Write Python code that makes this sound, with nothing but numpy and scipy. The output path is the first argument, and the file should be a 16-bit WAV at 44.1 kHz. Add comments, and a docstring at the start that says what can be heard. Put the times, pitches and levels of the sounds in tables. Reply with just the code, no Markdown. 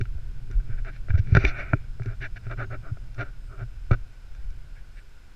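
"""A hiker on a quiet hillside swings round a cased camera on a pole, heard through pole and plastic case.
It opens on light knocks and rubs of the grip, over a low rumble as steps and arm movement shake the pole.
From 1.3 to 1.8 s hard knocks ring the case, the pole thumps and the hand slides with a scrape and squeak.
Sticking, slipping skin then creaks on the grip, and a far bird whistles once at 2.6 s.
After a last hard knock at 3.9 s it dies down to soft scuffs, with hiss and faint insects behind it all."""
import sys
import numpy as np
from scipy import signal
from scipy.fft import rfft, irfft
from scipy.io import wavfile
from scipy.ndimage import uniform_filter1d

SR = 44100
rng = np.random.default_rng(int(sys.argv[2]) if len(sys.argv) > 2 else 0)


def waveform_to_disk(signal):
    """Save audio, clipped to [-1, 1], as 16-bit WAV at the path in sys.argv[1]."""
    frames = np.transpose(np.atleast_2d(signal))
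    scaled = np.clip(frames, -1, 1) * 32767
    samples = np.round(scaled).astype(np.int16)
    wavfile.write(sys.argv[1], SR, samples)


N = 236155
TIME = np.arange(N) / SR

# Hard knocks of the grip: start_s, peak_db, wall_pitch_hz, tilt_db_per_octave, contact_cutoff_hz
KNOCKS = [(0.012, -26.5, 1470, 8.5, 4000), (0.055, -37, 1470, 7, 3080), (0.182, -47.5, 1440, -4, 3000),
          (0.5134, -39, 1490, 8.5, 7500), (0.849, -36.5, 1500, 7, 3000), (0.964, -41.5, 1410, 9.5, 2960),
          (1.0849, -33, 1440, -3.5, 3880), (1.105, -26, 1540, 3, 1930), (1.1782, -34, 2320, -7, 4860),
          (1.273, -39, 1480, 2, 3000), (1.3508, -8.5, 1494, -0.5, 5000), (1.3701, -8.5, 1444, -2, 6850),
          (1.4493, -15.5, 2300, -1, 7960), (1.4515, -10.5, 2310, 4.5, 3200), (1.734, -8.5, 1443, -4, 2620),
          (1.998, -32.5, 1450, -6, 3000), (2.021, -34.5, 1550, 0.5, 3040), (2.034, -42, 2340, 9, 7000),
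          (2.06, -34, 1530, 5.5, 5070), (2.221, -36, 1600, 5, 2950), (2.468, -36.5, 1430, -5.5, 3500),
          (2.514, -28, 1450, 1, 4000), (2.723, -38, 1440, 4, 3500), (2.971, -38.5, 1390, -4.5, 3000),
          (3.146, -43.5, 1480, 10.5, 7000), (3.189, -32, 1370, 2.5, 4020), (3.2112, -27.5, 1460, 2.5, 4000),
          (3.9108, -14, 1390, -7.5, 6000), (3.9149, -16, 1440, -2, 6450), (3.9343, -34, 1420, 2.5, 6100),
          (4.35, -45, 1500, 8, 7000), (4.506, -48, 1500, 13, 7000)]
# Resonances of pole and case: pitch_hz, width_hz, level_db
CASE_MODES = [(293.3, 49, -2), (390.6, 48.7, 0.5), (626, 193, -3.5), (790, 430, -18.5), (1860, 610, -9.5),
              (2299, 220, -6.5), (2682, 85, -13.5), (2896, 280, -20), (3600, 330, -20), (4130, 420, -23),
              (4720, 220, -24), (5740, 970, -25)]
# Rubs on the grip and, near the end, faint soft scuffs:
# start_s, end_s, level_db, slip_share (0-1), wall_pitch_hz, contact_cutoff_hz
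RUBS_AND_SCUFFS = [(0.493, 0.561, -58.5, 0.4, 1486, 3500), (0.59, 0.612, -57, 0.75, 1480, 3000),
                   (0.656, 0.792, -56.5, 0.26, 1505, 3000), (0.769, 0.808, -53, 0.34, 1540, 3000),
                   (0.841, 0.914, -45, 0.53, 1496, 3600), (0.912, 0.985, -58.5, 0.4, 1670, 2750),
                   (1.082, 1.123, -50, 0, 1540, 3830), (1.126, 1.177, -46.5, 0.1, 1480, 3980),
                   (1.171, 1.204, -45, 0.16, 1577, 5600), (1.353, 1.381, -23, 0.12, 1465, 4570),
                   (2.029, 2.16, -51, 0.6, 1475, 3600), (2.202, 2.277, -38, 0.24, 1570, 2940),
                   (2.356, 2.384, -45, 0.42, 1556, 3600), (2.42, 2.516, -57.5, 0.8, 1524, 4000),
                   (2.49, 2.547, -40, 0.33, 1433, 4100), (2.57, 2.659, -37, 0.4, 1436, 4150),
                   (2.697, 2.77, -41.5, 0.42, 1440, 3200), (2.818, 2.919, -50, 0.28, 1403, 3500),
                   (3.149, 3.315, -52, 0.45, 1440, 4040), (3.176, 3.244, -35, 0.7, 1457, 4640),
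                   (3.483, 3.581, -53, 0.45, 1376, 3000), (3.571, 3.645, -47, 0.6, 1438, 3570),
                   (3.911, 3.953, -34, 0.72, 1415, 4570), (4.324, 4.46, -65.5, 0.5, 1490, 5500),
                   (4.74, 4.822, -61, 0.3, 1580, 3000), (4.955, 5.01, -57, 0.5, 1660, 2980)]
# Envelope of the long hand slide, before each layer's trim: time_s, body_db, treble_db
SLIDE_ENVELOPE = [(1.385, -38.5, -49), (1.435, -30.5, -48), (1.447, -29.5, -47), (1.487, -32, -37.5),
                  (1.539, -42, -74), (1.599, -30.5, -50), (1.651, -42, -77), (1.72, -46, -65)]
# Soft jolts that flex the pole: start_s, level_db, pitch_hz, swell_s, upper_modes_relative_db
JOLTS = [(0.003, -20.5, 113, .014, -11), (0.148, -26, 61.6, 0.0099, -27), (0.501, -36.5, 110, 0.01, -6),
         (0.547, -12.5, 35.1, 0.024, -48), (0.69, -24.5, 103.7, 0.013, -23.5), (1.095, -18, 99, 0.012, -24),
         (1.139, -9, 83.6, 0.0097, -38), (1.189, -13, 94.3, 0.0096, -34.5), (1.3211, -6, 94.5, 0.0072, -28),
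         (1.349, -6.5, 100, 0.0047, -37.5), (1.367, -4.5, 117.4, 0.0077, -29),
         (1.44, -10.5, 45.8, 0.017, -13), (1.732, -10.5, 114, 0.0066, -10.5),
         (1.997, -24.5, 120, 0.015, -24), (2.058, -23, 110.6, 0.02, -11), (2.462, -25.5, 112.3, 0.013, -28),
         (2.915, -21, 100, 0.0082, -33), (3.608, -26.5, 116, 0.019, -30), (3.9105, -9, 105, 0.0066, -13.5)]
# Upper bending modes of the pole: pitch_hz, relative_db, swell_s
BENDING_MODES = [(280, 2, 0.003), (375.6, -2, 0.0068)]
# Sway of the arm: time_s, level_db
SWAY_ENVELOPE = [(0.0, -26.5), (0.21, -30.5), (0.51, -31.5), (0.58, -29.5), (0.64, -33.5), (0.76, -22),
                 (0.95, -37), (1.16, -19.5), (1.29, -31), (1.47, -19), (1.52, -32), (3.64, -36),
                 (3.86, -34.5), (3.9, -20), (4.14, -45), (4.5, -27), (4.56, -36), (5.35, -45.5)]
# Colour of the air pushed round the case: frequency_hz, relative_db
SWAY_SPECTRUM = [(8, 0.5), (20, -5), (35, -1), (55, -16), (80, -15), (140, -42), (400, -92.5)]
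# Trembling of the pole under the hand, before its trim: time_s, level_db
TREMOR_ENVELOPE = [(0.0, -49), (0.73, -44.5), (0.95, -48.5), (1.16, -51.5), (1.28, -35.5), (1.73, -48.5),
                   (2.46, -50.5), (2.62, -42), (3.56, -59), (3.74, -55.5), (4.25, -60), (4.6, -54),
                   (4.98, -63.5), (5.35, -66)]
# Colour of that trembling: frequency_hz, relative_db
TREMOR_SPECTRUM = [(40, -31), (80, -15), (113, 6), (150, -8.5), (220, -19), (300, -27), (380, -25),
                   (500, -38.5), (1000, -82)]
# Colour of the outdoor hiss: frequency_hz, relative_db
AIR_SPECTRUM = [(200, -2.5), (450, -6.5), (700, -9), (1100, -11), (1900, -12.5), (2400, -10), (3200, -14.5),
                (4400, -17), (6000, -21), (7500, -21.5), (9000, -26.5), (12000, -28), (15000, -34.5)]
# Insect buzzes: start_s, end_s, level_db, pitch_hz, width_hz
INSECTS = [(-3, 8.5, -75.5, 5100, 340), (3.38, 3.58, -77, 8350, 1200), (4.93, 5.04, -77, 8350, 800)]


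def knocks(chatter=0.071, chatter_s=0.0024, brush=0.013, brush_s=0.0048, snap_db=-28):
    """Each knock rings the case with a brush of the hand, a sharp blow and brief chatter in the joint."""
    out = np.zeros(N)
    t = TIME[:SR // 20] - TIME[SR // 50]  # the window opens 20 ms before the blow; the brush swells into the blow and fades after it
    for start_s, peak_db, *touch in KNOCKS:
        grit = chatter * (t >= 0) * np.exp(-abs(t) / chatter_s) + brush * np.exp(-abs(t) / brush_s)
        blow = (t == 0) + grit * rng.standard_normal(len(t))
        ring = signal.fftconvolve(blow, case_ring(*touch))
        add(out, start_s + t[0], gain_of(peak_db) * ring / abs(ring).max())
        add(out, start_s, gain_of([peak_db + snap_db]))  # a thin snap bypasses the case
    return out


def case_ring(wall_hz, tilt_db, contact_hz, wall_db=0, leak_db=-45, pair_hz=135, width_hz=200, size=8192):
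    """One touch rings pole and case; the wall's close pair of modes is tuned by where the hand presses."""
    f = np.abs(np.fft.fftfreq(size, 1 / SR))
    wall = sum(resonance(f, wall_hz + side * pair_hz, width_hz) ** 2 for side in (-.5, .5))
    body = sum((gain_of(db) * resonance(f, hz, width)) ** 2 for hz, width, db in CASE_MODES)
    power = gain_of(wall_db) ** 2 * wall + body + gain_of(leak_db) ** 2
    tilt = gain_of(tilt_db * np.log2(np.clip(f, 500, 6000) / wall_hz))
    gain = tilt * np.sqrt(power / (1 + (f / contact_hz) ** 6))  # a soft contact loses the treble
    minimum_phase = np.exp(np.conj(signal.hilbert(np.log(gain + 1e-6))))  # no ring before the touch
    return np.fft.ifft(minimum_phase).real[:size // 2]


def rubs_and_scuffs(usual_wall_hz=1480, wall_damping=0.67, wobble_damping=0.97):
    """Strokes ring the case and drag the pole into a wobble; a tight grip is brighter and damps both."""
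    out = np.zeros(N)
    for start_s, end_s, level_db, slip_share, wall_hz, contact_hz in RUBS_AND_SCUFFS:
        t = TIME[:int((end_s - start_s) * SR)]
        tilt_db = 53.5 * np.log2(wall_hz / usual_wall_hz)  # brightness follows the wall's pitch
        force = stick_slip(len(t), slip_share) * arch(t, 0, t[-1])
        case = case_ring(wall_hz, tilt_db, contact_hz, wall_db=1 - wall_damping * tilt_db)
        ring = signal.fftconvolve(force, case)
        add(out, start_s, gain_of(level_db) * ring / np.sqrt(np.sum(ring ** 2) / len(t)))
        wobble_db = level_db + 7 - wobble_damping * tilt_db
        add(out, start_s, gain_of(wobble_db) * flex(pitch_hz=116, swell_s=0.021))
    return out


def slide(scrape_trim_db=-5, squeak_trim_db=-6, rasp_trim_db=-4.5, fade_db_per_s=146):
    """The hand slides along the grip: a dull scrape, a thin squeak and, where it is fast, a bright rasp."""
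    out = np.zeros(N)
    times, body_db, treble_db = np.transpose(SLIDE_ENVELOPE)
    start_s = times.mean() - .5
    t = start_s + TIME[:SR]
    fade_db = -fade_db_per_s * abs(t - np.clip(t, times[0], times[-1]))  # beyond the envelope's ends
    scrape = case_ring(wall_hz=1440, tilt_db=3.5, contact_hz=2350, wall_db=-1)
    squeak = case_ring(wall_hz=2320, tilt_db=1.5, contact_hz=2900, wall_db=1.5)
    bright = case_ring(wall_hz=1440, tilt_db=-0.5, contact_hz=5300, wall_db=-23, leak_db=-47.5)
    rasp = signal.sosfilt(signal.butter(4, 3600, "high", fs=SR, output="sos"), bright)
    for ring, level_db in ((scrape, body_db + scrape_trim_db), (squeak, body_db + squeak_trim_db),
                           (rasp, treble_db + rasp_trim_db)):
        envelope = gain_of(np.interp(t, times, level_db) + fade_db)
        force = envelope * stick_slip(len(t), slip_share=0.25, spread_db=1.5)
        add(out, start_s, signal.fftconvolve(force, ring / np.linalg.norm(ring)))
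    return out


def stick_slip(length, slip_share, slips_per_s=210, unevenness=0.34, spread_db=0.5):
    """Sticking and slipping, as of skin on the grip: uneven tiny jerks over a smooth friction hiss."""
    gaps, sizes, hiss = rng.standard_normal((3, SR))
    onsets = (np.cumsum(np.exp(unevenness * gaps)) * SR / slips_per_s).astype(int)
    onsets = onsets[onsets < length]
    slips = np.zeros(length)
    slips[onsets] = gain_of(spread_db * sizes[:len(onsets)])
    return np.sqrt(slip_share) * unit_rms(slips) + np.sqrt(1 - slip_share) * hiss[:length]


def jolts():
    """Shoves of the hand flex the pole with a low thump; each rings its upper modes by its own amount."""
    out = np.zeros(N)
    upper_modes = sum(gain_of(db) * flex(hz, swell_s) for hz, db, swell_s in BENDING_MODES)
    for start_s, level_db, pitch_hz, swell_s, upper_db in JOLTS:
        thump = flex(pitch_hz, swell_s) + gain_of(upper_db) * upper_modes
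        add(out, start_s, gain_of(level_db) * thump)
    return out


def flex(pitch_hz, swell_s):
    """The pole bends for a few cycles and the hand damps it."""
    t = TIME[:SR // 4]
    envelope = (t / swell_s * np.exp(1 - t / swell_s)) ** 2
    return envelope * np.sin(2 * np.pi * pitch_hz * t)


def rumble(tremor_trim_db=2):
    """Arm movement pushes air round the case and keeps the pole trembling."""
    sway_db = np.interp(TIME, *np.transpose(SWAY_ENVELOPE))
    tremor_db = np.interp(TIME, *np.transpose(TREMOR_ENVELOPE)) + tremor_trim_db
    sway = gain_of(sway_db) * steadied(noise(SWAY_SPECTRUM))
    tremor = gain_of(tremor_db) * steadied(noise(TREMOR_SPECTRUM))
    return sway + tremor


def hillside_air(hiss_db=-61, ring_db=-67):
    """An even bed of outdoor hiss with a hollow ring from the case wall."""
    hiss = gain_of(hiss_db) * noise(AIR_SPECTRUM)
    return hiss + gain_of(ring_db) * noise_band(pitch_hz=1490, width_hz=250)


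def insects():
    """Distant insects buzz in high bands of noise: one drone throughout and two short calls."""
    return sum(gain_of(level_db) * arch(TIME, start_s, end_s) * noise_band(pitch_hz, width_hz)
               for start_s, end_s, level_db, pitch_hz, width_hz in INSECTS)


def bird(level_db=-75, low_hz=6150, top_hz=6580):
    """One thin, far whistle that rises and falls."""
    swell = arch(TIME, 2.58, 2.78)
    pitch_hz = low_hz + (top_hz - low_hz) * swell
    return gain_of(level_db) * swell * np.sin(2 * np.pi * np.cumsum(pitch_hz) / SR)


def noise(spectrum):
    """Noise of rms 1, coloured by points of frequency_hz, relative_db."""
    hz, db = np.transpose(spectrum)
    colour = gain_of(np.interp(np.log(np.fft.rfftfreq(N, 1 / SR) + 1), np.log(hz), db))
    return unit_rms(irfft(rfft(rng.standard_normal(N)) * colour, N))


def noise_band(pitch_hz, width_hz):
    """Noise of rms 1 through one resonance."""
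    colour = resonance(np.fft.rfftfreq(N, 1 / SR), pitch_hz, width_hz)
    return unit_rms(irfft(rfft(rng.standard_normal(N)) * colour, N))


def resonance(f, pitch_hz, width_hz):
    """Gain of a steep-sided resonant peak."""
    return 1 / (1 + (2 * (f - pitch_hz) / width_hz) ** 2)


def arch(t, start_s, end_s):
    """A half-sine swell and fade between two times."""
    return np.sin(np.pi * np.clip((t - start_s) / (end_s - start_s), 0, 1))


def steadied(x):
    """Rides out the slow swells of a noise, keeping its quick lumps."""
    return x / np.sqrt(uniform_filter1d(x ** 2, size=6000) + 1e-6)


def unit_rms(x):
    """Scales to rms 1."""
    return x / np.sqrt(np.mean(x ** 2) + 1e-20)


def gain_of(db):
    """Decibels to amplitude."""
    return 10 ** (np.asarray(db) / 20)


def add(mix, start_s, sound):
    """Drops a sound into the mix, trimming any overhang."""
    at = round(start_s * SR)
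    part, sound = mix[max(at, 0):], sound[max(-at, 0):]
    part[:len(sound)] += sound[:len(part)]


def scene():
    """Handling noise up close over the quiet hillside, in mono."""
    foreground = knocks() + rubs_and_scuffs() + slide() + jolts() + rumble()
    return (foreground + hillside_air() + insects() + bird())[None]


def record(dry):
    """A steep low-pass takes off the very top, above 15.6 kHz."""
    lowpass = signal.firwin(511, 15600, window=("kaiser", 9), fs=SR)
    return signal.oaconvolve(dry, lowpass[None], "same")


dry = scene()
out = record(dry)
waveform_to_disk(out)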